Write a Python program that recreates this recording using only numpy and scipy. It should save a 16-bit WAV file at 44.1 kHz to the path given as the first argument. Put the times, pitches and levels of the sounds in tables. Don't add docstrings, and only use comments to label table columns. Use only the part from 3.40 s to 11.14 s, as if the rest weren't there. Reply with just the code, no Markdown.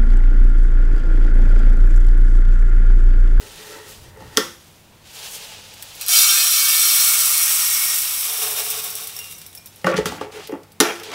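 import sys
import numpy as np
from scipy import signal
from scipy.fft import rfft, irfft
from scipy.io import wavfile
from scipy.ndimage import uniform_filter1d

SR = 44100
rng = np.random.default_rng(int(sys.argv[2]) if len(sys.argv) > 2 else 0)


def wav_out(sig):
    wavfile.write(sys.argv[1], SR, np.round(np.clip(np.atleast_2d(sig).T, -1, 1) * 32767).astype(np.int16))


def decibels_to_gain(level_db):
    exponent = np.asarray(level_db, float) / 20
    return 10 ** exponent


N = 341334
CONTROL_STEP = 32


def rms_one(x):
    return x / np.sqrt(np.mean(x ** 2) + 1e-20)


def in_time(*tables):
    rows = []
    for table in tables:
        first, last = table[0], table[-1]
        rows += [(first[0] - .02, -120, *first[2:]), *table, (last[0] + .02, -120, *last[2:])]
    s, *columns = np.transpose(rows)
    return [np.interp(np.arange(N) / SR, s, column) for column in columns]


def at_hz(points, hz):
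    table = np.array(points)
    return np.interp(np.log(hz + 1), np.log(table[:, 0]), table[:, 1])


def colour(x, spectrum):
    size = 4096
    cepstrum = irfft(np.log(decibels_to_gain(at_hz(spectrum, np.arange(size // 2 + 1) * SR / size))))
    cepstrum[1:size // 2] *= 2
    cepstrum[size // 2 + 1:] = 0
    pulse = irfft(np.exp(rfft(cepstrum)))
    return signal.oaconvolve(x, pulse / np.sqrt(np.sum(pulse ** 2)))[:N]


def resonate(x, hz, width):
    r, w = np.exp(-np.pi * width / SR), 2 * np.pi * hz / SR
    return signal.lfilter([0, np.sin(w)], [1, -2 * r * np.cos(w), r * r], x + 1e-18)


def body(x, peaks):
    out = 0
    for k, (hz, width, db) in enumerate(peaks):
        out = out + (-1) ** k * decibels_to_gain(db) * width / 50 * resonate(x, hz, width)
    return out


def cut(x, hz, kind):
    sos = signal.butter(2, hz, kind, fs=SR, output="sos")
    return signal.sosfilt(sos, x + np.resize([1e-18, 0], N))


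def drift(rate):
    r = np.exp(-2 * np.pi * rate / SR)
    return rms_one(signal.lfilter([1], [1, -2 * r, r * r], rng.standard_normal(N + SR))[SR:])


def grains(per_s, spread_db, clump_db, clump_rate):
    sizes = decibels_to_gain(spread_db * np.minimum(rng.exponential(1, N), 4)) * rng.choice([-1, 1], N)
    landed = rng.random(N) < per_s / SR
    return rms_one(sizes * landed * decibels_to_gain(clump_db * drift(clump_rate)))


def bursts(times, gains, length):
    t = np.arange(12000) / SR
    out = np.zeros(N + len(t))
    for s, gain in zip(times, gains):
        out[round(s * SR):][:len(t)] += gain * rng.standard_normal(len(t)) * decibels_to_gain(-60 * t / length)
    return out[:N]


def tones(rows):
    t, out = np.arange(12000) / SR, np.zeros(N + 12000)
    for s, hz, width, db in rows:
        out[int(s * SR):][:len(t)] += decibels_to_gain(db) * np.sin(2 * np.pi * hz * t) * np.exp(-np.pi * width * t)
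    return out[:N]


def stroke(s, db, hold, rise, fall):
    t = np.arange(0, N, CONTROL_STEP) / SR
    return decibels_to_gain(db - np.maximum(np.maximum(rise * (s - t), fall * (t - s - hold)), 0))


def smooth(control):
    return np.interp(np.arange(N), np.arange(0, N, CONTROL_STEP), control)


def near(hz, strongest_hz, db_per_octave):
    return decibels_to_gain(-db_per_octave * np.abs(np.log2(hz / strongest_hz)))


# f/Hz, width/Hz, level/dB
JAR_AIR = [(180, 35, -3), (250, 70, -1), (291, 25, -4), (345, 22, -3), (425, 24, 0), (525, 22, 0),
           (585, 25, -8)]
# f/Hz, width/Hz, level/dB
JAR_WALL = [(666, 166, 1.5), (838, 160, 4), (925, 186, 1.5), (1138, 106, -2.5), (1374, 146, -1),
            (1650, 230, -3.5), (1804, 146, -2.5), (1958, 115, -3), (2340, 320, -5), (2816, 78, -3.5),
            (3210, 120, -8.5)]
# f/Hz, width/Hz, level/dB
THREAD_TONES = [(650, 71, -18), (903, 60, 4), (1335, 120, 0.5), (1900, 140, 2.5)]
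# t/s, boom level/dB, hold/s, wall level above boom/dB, favoured air f/Hz
UNSCREW = [
    (0.0, -40.5, 0.072, 1.5, 410),
    (.2, -45, 0.2, 9, 432),
    (.345, -42.5, 0.037, 1, 424),
    (.488, -43.5, 0.009, 4, 427),
    (.668, -51.5, 0.014, 3, 332),
    (.775, -46, 0.075, 5, 480),
    (.87, -54.5, 0.12, 8, 307),
    (.93, -44, 0.03, 2, 420),
]
STIR = [
    (4.912, -45.5, 0.0026, 17.5, 438),
    (5.07, -33, 0, 8.5, 436),
    (5.2, -38.5, 0.00096, 12.5, 437),
    (5.31, -47, 0.076, 11.5, 430),
    (5.48, -42, 0, 8, 430),
    (5.618, -48.5, 0.029, 9, 420),
    (5.786, -49.5, .0, 7, 424),
    (5.86, -62, 0.056, -5, 440),
]
SCREW_ON = [
    (6.53, -27, 0.025, 6, 467),
    (6.588, -27, 0.026, 0, 424),
    (6.955, -34.5, 0.057, 5.5, 407),
    (7.135, -31, 0.023, -14, 423),
    (7.612, -35.5, .0, 5.5, 390),
    (7.66, -37.5, 0.04, -2, 390),
    (7.74, -25, .0, 6, 408),
]
SEAT = [
    (6.468, -11.5, 0.016, -11, 525),
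    (6.66, -36.5, 0.14, 6, 256),
    (6.815, -23, 0.0046, -2, 400),
    (7.09, -27, 0.04, -9, 392),
    (7.41, -22.5, 0.092, 8, 393),
]


def rubbing():
    gains, shares, walls = [], [], []
    tones_hz = np.array(JAR_AIR)[:, 0]
    # table, rise and fall (dB/s), selectivity (dB per octave)
    gestures = ((UNSCREW, 160.0, 200.0, 21), (STIR, 200.0, 130.0, 60),
                (SCREW_ON, 350.0, 380.0, 34), (SEAT, 6000.0, 260.0, 34))
    for rows, rise, fall, spread in gestures:
        for s, db, hold, wall_db, air_hz in rows:
            share = near(tones_hz, air_hz, spread)
            gains.append(stroke(s, db, hold, rise, fall))
            shares.append(share / np.linalg.norm(share))
            walls.append(decibels_to_gain(wall_db))
    air, shell = np.transpose(shares) @ gains, np.array(walls) @ gains
    slips = cut(grains(900, spread_db=0.0, clump_db=1.0, clump_rate=48), 145, "high")
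    boom = 0
    for gain, mode in zip(air, JAR_AIR):
        hz, width, _ = mode
        boom = boom + smooth(gain) * rms_one(body(body(slips, [mode]), [(hz, 3 * width, 0)]))
    empty_wall = rms_one(cut(body(slips, JAR_WALL), 650, "high"))
    full_wall = rms_one(body(slips, THREAD_TONES))
    wall = np.where(np.arange(N) < 1.1 * SR, full_wall, empty_wall)
    return decibels_to_gain(-5.5) * boom + decibels_to_gain(-11.5) * smooth(shell) * wall


# f/Hz, level/dB per Hz
RUSTLE = [(300, -40), (425, -3), (762, -7), (885, -1.5), (994, -8), (2100, -6.5), (2900, 0), (6000, -4.5),
          (12100, -10.5), (16000, -14)]
# t/s, level/dB, brightness/dB
TURN = [
    (0.0, -45.5, 7),
    (.37, -43.5, 5),
    (.422, -48, 2),
    (.496, -42, 8),
    (.7, -54.5, 5.5),
    (.74, -72, -4),
    (.81, -50.5, -4),
    (.918, -51, 4),
    (.96, -47, 7),
]
# t/s, level/dB, brightness/dB
TIP = [
    (1.2, -56, 8),
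    (1.4, -56, 4),
    (1.6, -60.5, -12),
    (1.67, -49.5, 5),
    (1.788, -38.5, 5),
    (1.956, -37, 9),
    (2.224, -43.5, -2),
    (2.43, -44, 4.5),
    (2.66, -39.5, 5),
]
# t/s, level/dB, hold/s, brightness/dB
BRUSHES = [(6.327, -55, 0.14, 7), (6.467, -31, 0, -7), (6.566, -30, 0.0075, -17), (6.662, -27, .0, -1),
           (6.713, -43.5, 0.054, 0), (6.812, -40, .0, -4), (6.921, -43, 0.12, 0), (7.054, -53, 0.023, -8),
           (7.557, -40, 0.0029, -12), (7.636, -40, 0.11, -4), (7.74, -32, 0.024, -15)]


def sliding():
    rustle_db, treble_db = in_time(TURN, TIP)
    gains = np.array([stroke(s, db, hold, rise=1900.0, fall=290.0) for s, db, hold, bright_db in BRUSHES])
    bright_db = np.array(BRUSHES)[:, -1]
    soft = decibels_to_gain(rustle_db) + smooth(gains.sum(axis=0))
    sharp = decibels_to_gain(rustle_db + treble_db) + smooth(decibels_to_gain(bright_db) @ gains)
    rustle = colour(grains(9000, spread_db=2.5, clump_db=-1.44, clump_rate=15), RUSTLE)
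    low = rms_one(cut(rustle, 7000, "low"))
    high = rms_one(cut(np.roll(rustle, 4001), 7000, "high"))
    return soft * low + decibels_to_gain(-7.5) * sharp * high


# f/Hz, level/dB per Hz
ROOM_TONE = [(20, -21), (100, -13.5), (220, -15), (300, -13), (660, -15.5), (950, -16), (1200, -21.5),
             (2200, -21.5), (6000, -28.5), (16000, -30.5)]
# f/Hz, width/Hz, level/dB
HUM = [(99.3, 7, -19.5), (152.8, 4, -16), (165.4, 2.9, -16), (209.3, 8.1, -20.5)]
# t/s, level/dB, deepest part level/dB
MOVING = [(0, -58, 11), (.4, -60, -3), (.62, -50.5, 4), (.9, -47, -6), (1.1, -59, -2), (2.6, -61, 0),
          (2.75, -82, 8), (5.0, -73, 4), (5.8, -63, -4), (6.45, -63, -7), (6.6, -37, -35), (6.9, -57, -22),
          (7.74, -74, -3)]


def background():
    rumble_db, deep_db = in_time(MOVING)
    air = colour(rng.standard_normal(N), ROOM_TONE)
    hum = rms_one(body(rng.standard_normal(N), HUM))
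    air_db = -51.5 + 0.16 * (rumble_db + 54.5)
    low = cut(cut(rng.standard_normal(N), 95, "low"), 105, "low")
    upper = rms_one(cut(cut(cut(low, 69, "high"), 67, "high"), 63, "high"))
    deepest = rms_one(cut(cut(low, 40, "low"), 21, "high"))
    rumble = upper + decibels_to_gain(deep_db - 4.0) * deepest
    mains = decibels_to_gain(-58 + drift(3.3)) * np.sin(2 * np.pi * 97 * np.arange(N) / SR)
    return decibels_to_gain(air_db) * (air + decibels_to_gain(-5) * hum) + mains + decibels_to_gain(rumble_db) * rumble


# t/s, f/Hz, width/Hz, level/dB
AFTER_RING = [(.977, 430, 19, -16), (.972, 3160, 90, -17), (.972, 5800, 100, -10), (.985, 5650, 10, -38),
              (6.812, 1170, 50, -23), (.335, 430, 10, -43), (0.4, 430, 8, -43), (7.402, 305, 40, -11),
              (6.468, 2800, 66, -25), (.972, 350, 23, -18), (.978, 1370, 12, -20), (.978, 1390, 10, -32),
              (.98, 1590, 14, -29), (.978, 224, 7.6, -32), (6.444, 535, 16, -15), (6.466, 522, 10, -11),
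              (6.47, 585, 14, -18), (6.813, 427, 9, -24), (.98, 495, 6, -34), (.98, 345, 5, -31),
              (6.49, 1420, 20, -24), (6.452, 1240, 40, -25), (7.405, 3800, 40, -17),
              (6.468, 1140, 30, -14.5), (6.472, 1500, 30, -16), (6.52, 1150, 12, -23),
              (6.535, 1390, 20, -20), (6.445, 830, 17, -23), (6.445, 2100, 36, -26), (6.47, 340, 7, -20),
              (7.404, 347, 3.5, -21.5), (7.404, 310, 7.7, -26), (7.41, 1403, 24, -25),
              (7.445, 1365, 6, -27), (7.408, 800, 16, -23), (7.406, 2100, 40, -15)]


def after_ring():
    return cut(cut(tones(AFTER_RING), 130, "high"), 110, "high")


# f/Hz, level/dB per Hz
CRACK = [(500, -54), (1000, -9), (1500, -6.5), (2400, -9), (3200, -1), (4500, -6), (5700, -0.5),
         (8000, -10), (11000, -9), (16000, -17)]
# t/s, boom level/dB, favoured air f/Hz, wall level/dB, crack level/dB
ON_SIDE = [
    (0.772, -41, 424, -43, -48),
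    (.805, -40, 300, -35, -48),
    (0.821, -32, 200, -36, -51),
    (6.585, -11.5, 424, -19.5, -42),
    (6.721, -27, 300, -21, -33),
    (6.8121, -22.5, 450, -18.5, -36),
    (7.093, -27, 400, -31.5, -44),
    (7.121, -32, 420, -28, -43),
    (7.137, -28, 261, -26, -50),
    (7.152, -39, 420, -31, -50),
]
ON_SHOULDER = [
    (0.9717, -10.5, 258, -43, -3.5),
    (.977, -19, 430, -10.5, -18.5),
    (6.4681, -24, 530, -7, -26),
    (6.478, -22, 193, -16, -43),
    (6.657, -13.5, 201, -14, -19.5),
    (6.662, -23, 430, -30, -29),
    (7.4023, -6, 260, -6.5, -0.5),
    (7.409, -14.5, 415, -13, -7),
    (7.717, -36, 403, -33, -32),
]
ON_RIM = [(.973, -40, 430, -13.5, -37), (6.515, -23, 480, -38, -37), (7.404, -40, 340, -16, -28),
          (0.966, -28, 418, -29, -34), (6.4439, -24, 530, -12.5, -29), (6.447, -12, 180, -40, -45),
          (6.4695, -14, 179, -42, -45), (6.541, -12, 197, -18, -35), (6.566, -41, 420, -23, -29),
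          (6.578, -15, 182, -16.5, -28), (6.66, -40, 420, -24, -24), (7.123, -15.5, 290, -30.5, -56),
          (7.132, -26.5, 192, -47, -55)]


def lid():
    parts = (ON_SIDE, 880), (ON_SHOULDER, 1360), (ON_RIM, 1900)
    knocks = sorted((*row, hz) for rows, hz in parts for row in rows)
    s, boom_db, air_hz, wall_db, crack_db, wall_hz = np.transpose(knocks)
    snap = bursts(s, decibels_to_gain(crack_db + 1.5), 0.016)
    buzz = bursts(s, decibels_to_gain(crack_db - 24.0), 0.52)
    out = colour(snap + buzz, CRACK)
    modes = JAR_AIR + JAR_WALL
    luck = rng.normal(0, 1, (len(s), len(modes)))
    for k, (hz, width, db) in enumerate(modes):
        if k < len(JAR_AIR):
            strength = decibels_to_gain(boom_db) * near(hz, air_hz, 22.0)
        else:
            strength = decibels_to_gain(wall_db) * near(hz, wall_hz, 14.3)
        clicks = np.zeros(N)
        clicks[(s * SR).astype(int)] = strength * decibels_to_gain(db + 0.1 * luck[:, k]) * (-1) ** k
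        out += resonate(clicks, hz, 0.74 * width)
    return cut(out, 120, "high")


# f/Hz, level/dB per Hz
FALL = [(250, -44.5), (420, -24), (800, -17), (1250, -8.5), (1900, -15.5), (2400, -7), (3800, -4),
        (4600, -8.5), (5600, -1), (6800, -9.5), (8000, -4), (9000, -4.5), (12000, -3.5), (16000, -6)]
# t/s, peak level/dB, level around 3.4 kHz relative to peak/dB
TICKS = [(2.338, -32.5, -2), (2.4246, -20.5, -2.5), (2.5506, -26.5, -19), (2.611, -14, -5),
         (2.6634, -15, -7), (2.683, -6.5, -19), (5.0168, -22, -15), (5.3022, -9, -23), (5.6399, -20, -13),
         (5.7507, -27, -13), (5.9098, -24, -7), (6.1288, -34, -1), (6.3812, -42, -8), (6.4152, -38, -8),
         (5.4406, -13, -19), (5.502, -15.5, -25), (5.553, -12.5, -31), (5.6197, -34, -19),
         (5.6722, -15.5, -11), (5.985, -29, -15), (5.694, -24, 2), (5.7645, -21, -18), (5.789, -17.5, -15),
         (5.842, -25.5, 0), (5.9004, -34, -10), (5.924, -24, -7), (5.982, -28, -22), (6.0155, -26.5, -1),
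         (5.9135, -27, -15), (5.92, -26, -15), (5.931, -34, -15), (6.171, -36, -20), (6.0633, -23, -16),
         (6.1503, -22, -11), (6.259, -23, -21), (7.3194, -35, -4), (7.6333, -27, 3), (6.177, -28, -22),
         (6.271, -31, -2), (6.3602, -33, -10), (7.073, -27, 2), (7.113, -40, -18), (7.233, -42.5, 6),
         (7.598, -31, 5.5)]
# t/s, f/Hz, width/Hz, level/dB
PINGS = [(5.62, 3730, 25, -30), (5.766, 5500, 40, -22), (5.79, 5640, 40, -22), (5.79, 2780, 4, -31),
         (5.79, 2410, 12, -39), (5.79, 2130, 12, -37), (5.81, 2880, 8, -36), (5.844, 2850, 14, -39),
         (5.95, 5900, 40, -32), (6.175, 5400, 50, -26), (6.176, 2410, 8, -42), (6.365, 3060, 25, -44),
         (2.611, 2280, 16, -39), (7.598, 5400, 60, -33)]


def lone_grains():
    s, peak_db, low_db = np.transpose(TICKS)
    spatter = bursts(s, decibels_to_gain(peak_db - 6.5), 0.045) + bursts(s, decibels_to_gain(peak_db - 3.0), 0.003)
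    out = colour(cut(spatter, 7200, "high"), FALL)
    out += cut(cut(bursts(s, decibels_to_gain(peak_db + low_db + 3.5), 0.033), 3700, "low"), 3050, "high")
    return out + decibels_to_gain(-5) * tones(PINGS)


# t/s, level/dB, hold/s
SHAKES = [(2.62, -31, .0), (4.84, -33, 0.009), (5.02, -22, 0.019), (5.163, -26, 0.041), (5.256, -28.5, 0),
          (5.311, -26, 0.0036), (5.348, -32, 0.05), (5.45, -30.5, 0.017), (5.505, -42, .0),
          (5.577, -33, 0.028), (5.62, -42, 0.017), (5.76, -38.5, 0.035), (5.857, -43, 0.014),
          (5.908, -46, 0), (6.016, -49, .0), (6.152, -52, .0), (6.262, -53, 0.016)]
# t/s, level/dB
POUR = [
    (2.65, -51),
    (2.69, -20.5),
    (2.76, -11.5),
    (2.87, -14.5),
    (3.12, -16),
    (3.53, -14),
    (4.55, -18.5),
    (4.76, -22),
    (4.85, -21.5),
    (4.93, -22.5),
]
# t/s, level/dB
DREGS = [
    (5.01, -22),
    (5.24, -26.5),
    (5.5, -32),
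    (5.74, -37.5),
    (5.9, -41.5),
    (6.24, -55),
    (6.4, -57.5),
]


def stream():
    t = np.arange(N) / SR
    flow_db, = in_time(POUR + DREGS)
    thrown = smooth(sum(stroke(s, db, hold, rise=915, fall=290) for s, db, hold in SHAKES))
    bare = np.exp(-np.maximum(t - 2.89, 0) / 0.95)
    loaded = .5 + .5 * np.tanh((t - 3.81) / 0.42)
    thin_db = 0.23 * np.clip(-12.0 - flow_db, 0, 40)
    heavy = np.hypot(decibels_to_gain(flow_db + thin_db), decibels_to_gain(3.5) * thrown)
    rain = grains(14000, spread_db=3.0, clump_db=0.8, clump_rate=30)
    fall = colour(rain, FALL)
    bright = rms_one(cut(fall, 6500, "high"))
    dull = rms_one(cut(np.roll(fall, 4001), 6500, "low"))
    strikes = rain * decibels_to_gain(0.56 * drift(6.0))
    main, ring = pot_ring(strikes, bare, loaded)
    jar_damps_db = -8 * np.clip((t - 4.58) / 0.028, 0, 1)
    ring_db = -9 + 6 * bare + jar_damps_db
    clicks = np.hypot(decibels_to_gain(flow_db), thrown) * bright
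    struck = heavy * (decibels_to_gain(-9.5 - 6.5 * bare) * dull + decibels_to_gain(ring_db) * ring)
    return main + bare_drum(rain) + jar_ring(strikes, heavy, thrown) + clicks + struck


# f/Hz, width/Hz, level/dB
POT = [(1180, 37, -13), (1286, 39, -10), (1386, 26, -7), (1573, 13, -8.5), (1778, 8.5, -8), (2130, 34, -15),
       (2246, 9, 3.5), (2514, 19, -3), (2704, 90, -10), (3093, 27, -3.5), (3330, 63, -7.5), (3630, 46, -5),
       (4085, 52, -4), (4280, 30, -3.5), (4845, 41, -1.5), (5580, 77, -2.5), (5760, 30, 2.5),
       (6380, 58, -5), (7010, 94, -8), (7400, 30, -6.5), (7850, 30, -4.5), (8110, 250, -9),
       (9500, 93, -7.5)]
POT_COVERED_DB = [1.5, -1, -1.5, 0, 4.5, 0.1, -3, -10.5, -8.3, -1.5, -1.5, -1.5, -3.5, 7, -3, 0.5, -5.5,
                  -1.7, -3.5, 0, 2, 2.3, -1.5]
# f/Hz, width/Hz, level/dB
LOADED_FLOOR = [(1880, 19, -6), (2214, 63, -4.5), (2405, 26, -11), (2960, 51, -16), (5600, 50, -10)]
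# t/s, level/dB
MAIN_SINGS = [
    (2.69, -38),
    (2.75, -28),
    (2.95, -31),
    (3.09, -39),
    (3.17, -30),
    (3.4, -32),
    (3.6, -35),
    (3.74, -31),
    (3.79, -50),
]
FLOOR_TONES = 4, 6, 9, 10, 11, 12, 13


def pot_ring(strikes, bare, loaded):
    ring = 0
    wavering = strikes * decibels_to_gain(1.2 * drift(3.6))
    for k, (hz, width, db) in enumerate(POT + LOADED_FLOOR):
        mine = np.roll(wavering, (k + 1) * 15013)
        if k < len(POT):
            mine = mine * decibels_to_gain(POT_COVERED_DB[k] * (1 - bare))
        if k in (3, 7, 14, 16):
            mine = mine * (0.65 + 0.35 * bare) * (1 - 0.36 * loaded)
        if k == 6:
            tone = rms_one(resonate(mine, 2264, 11))
            steady = tone / np.sqrt(uniform_filter1d(tone ** 2, size=2500) + .1)
            main = decibels_to_gain(in_time(MAIN_SINGS)[0]) * steady
            continue
        if k in FLOOR_TONES:
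            mine = mine * (1 - 0.89 * loaded)
        elif k >= len(POT):
            mine = mine * loaded
        ring = ring + body(mine, [(hz, width, db)])
    return main, rms_one(cut(cut(ring, 1000, "high"), 900, "high"))


# t/s, level/dB
BARE_FLOOR = [
    (2.69, -46),
    (2.75, -48),
    (3.05, -47),
    (3.25, -68),
]


def bare_drum(rain):
    return decibels_to_gain(in_time(BARE_FLOOR)[0]) * rms_one(body(rain, [(675, 63, -9.5), (705, 63, -5.0)]))


# f/Hz, width/Hz, level/dB
JAR_TONES = [(447, 18, 1.5), (734, 32, -0.5), (1120, 45, -3.5), (2480, 18, -3), (2790, 64, -2.5),
             (3665, 53, 1.5)]


def jar_ring(strikes, heavy, thrown):
    inside = np.clip((np.arange(N) / SR - 4.87) / 0.027, 0, 1)
    ring = cut(cut(body(np.roll(strikes, 7001), JAR_TONES), 400, "high"), 400, "high")
    return inside * np.hypot(0.69 * heavy, 2.6 * thrown) * decibels_to_gain(-20.5) * rms_one(ring)


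# f/Hz, T60/s
KITCHEN_T60 = [(125, 0.061), (500, 0.37), (2000, 0.36), (8000, 0.069), (16000, 0.16)]
# f/Hz, level/dB
KNOCK_ROOM = [(150, 9), (350, -8), (430, -6.5), (560, -1), (1400, 1.5), (2800, -2.5), (6000, 1.5),
              (16000, 1)]


def kitchen(soft, hard):
    x = decibels_to_gain(-15) * soft + decibels_to_gain(-6.0) * colour(hard, KNOCK_ROOM)
    t, answer = np.arange(SR // 2) / SR, 0
    for hz in 90 * 2. ** np.arange(8):
        band = signal.butter(2, [hz, min(2 * hz, 20000)], "band", fs=SR, output="sos")
        decay = decibels_to_gain(-60 * t / at_hz(KITCHEN_T60, np.sqrt(2) * hz))
        answer = answer + signal.sosfilt(band, rng.standard_normal(len(t))) * decay
    answer = answer * np.clip(t / 0.0025, 0, 1)
    return signal.fftconvolve(x, answer / np.sqrt(np.sum(answer ** 2)))[:N]


def apart(x):
    hiss = cut(rng.standard_normal(N), 150, "high")
    hiss = hiss + 2 * cut(cut(rng.standard_normal(N), 900, "low"), 250, "high")
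    out, frame = decibels_to_gain(-71) * rms_one(hiss), 2048
    for i in range(0, N - frame, frame // 2):
        chance, place, patch = rng.random(), rng.random(), rng.standard_normal(frame)
        if chance < .16:
            low = 4200 + 10000 * place ** .5
            band = signal.butter(4, [low, low + 1500], "band", fs=SR, output="sos")
            level = np.std(signal.sosfilt(band, x[i:i + frame]))
            out[i:i + frame] += decibels_to_gain(-2) * level * rms_one(signal.sosfilt(band, patch)) * np.hanning(frame)
    return out


def scene():
    soft = rubbing() + sliding() + stream()
    hard = lid() + lone_grains()
    mono = soft + hard + kitchen(soft, hard) + after_ring() + background()
    return np.array([mono, mono])


def low_pass(x):
    return signal.sosfilt(signal.butter(12, 16440, fs=SR, output="sos"), x)


def record(dry):
    wide = np.clip(dry, -1, 1) + apart(dry[0]) * [[1], [-1]]
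    dull = signal.sosfilt(signal.ellip(10, .5, 40, 15760, fs=SR, output="sos"), wide)
    mix = np.clip(dull, -1, 1)
    return low_pass(mix)


dry = scene()
out = record(dry)
wav_out(out)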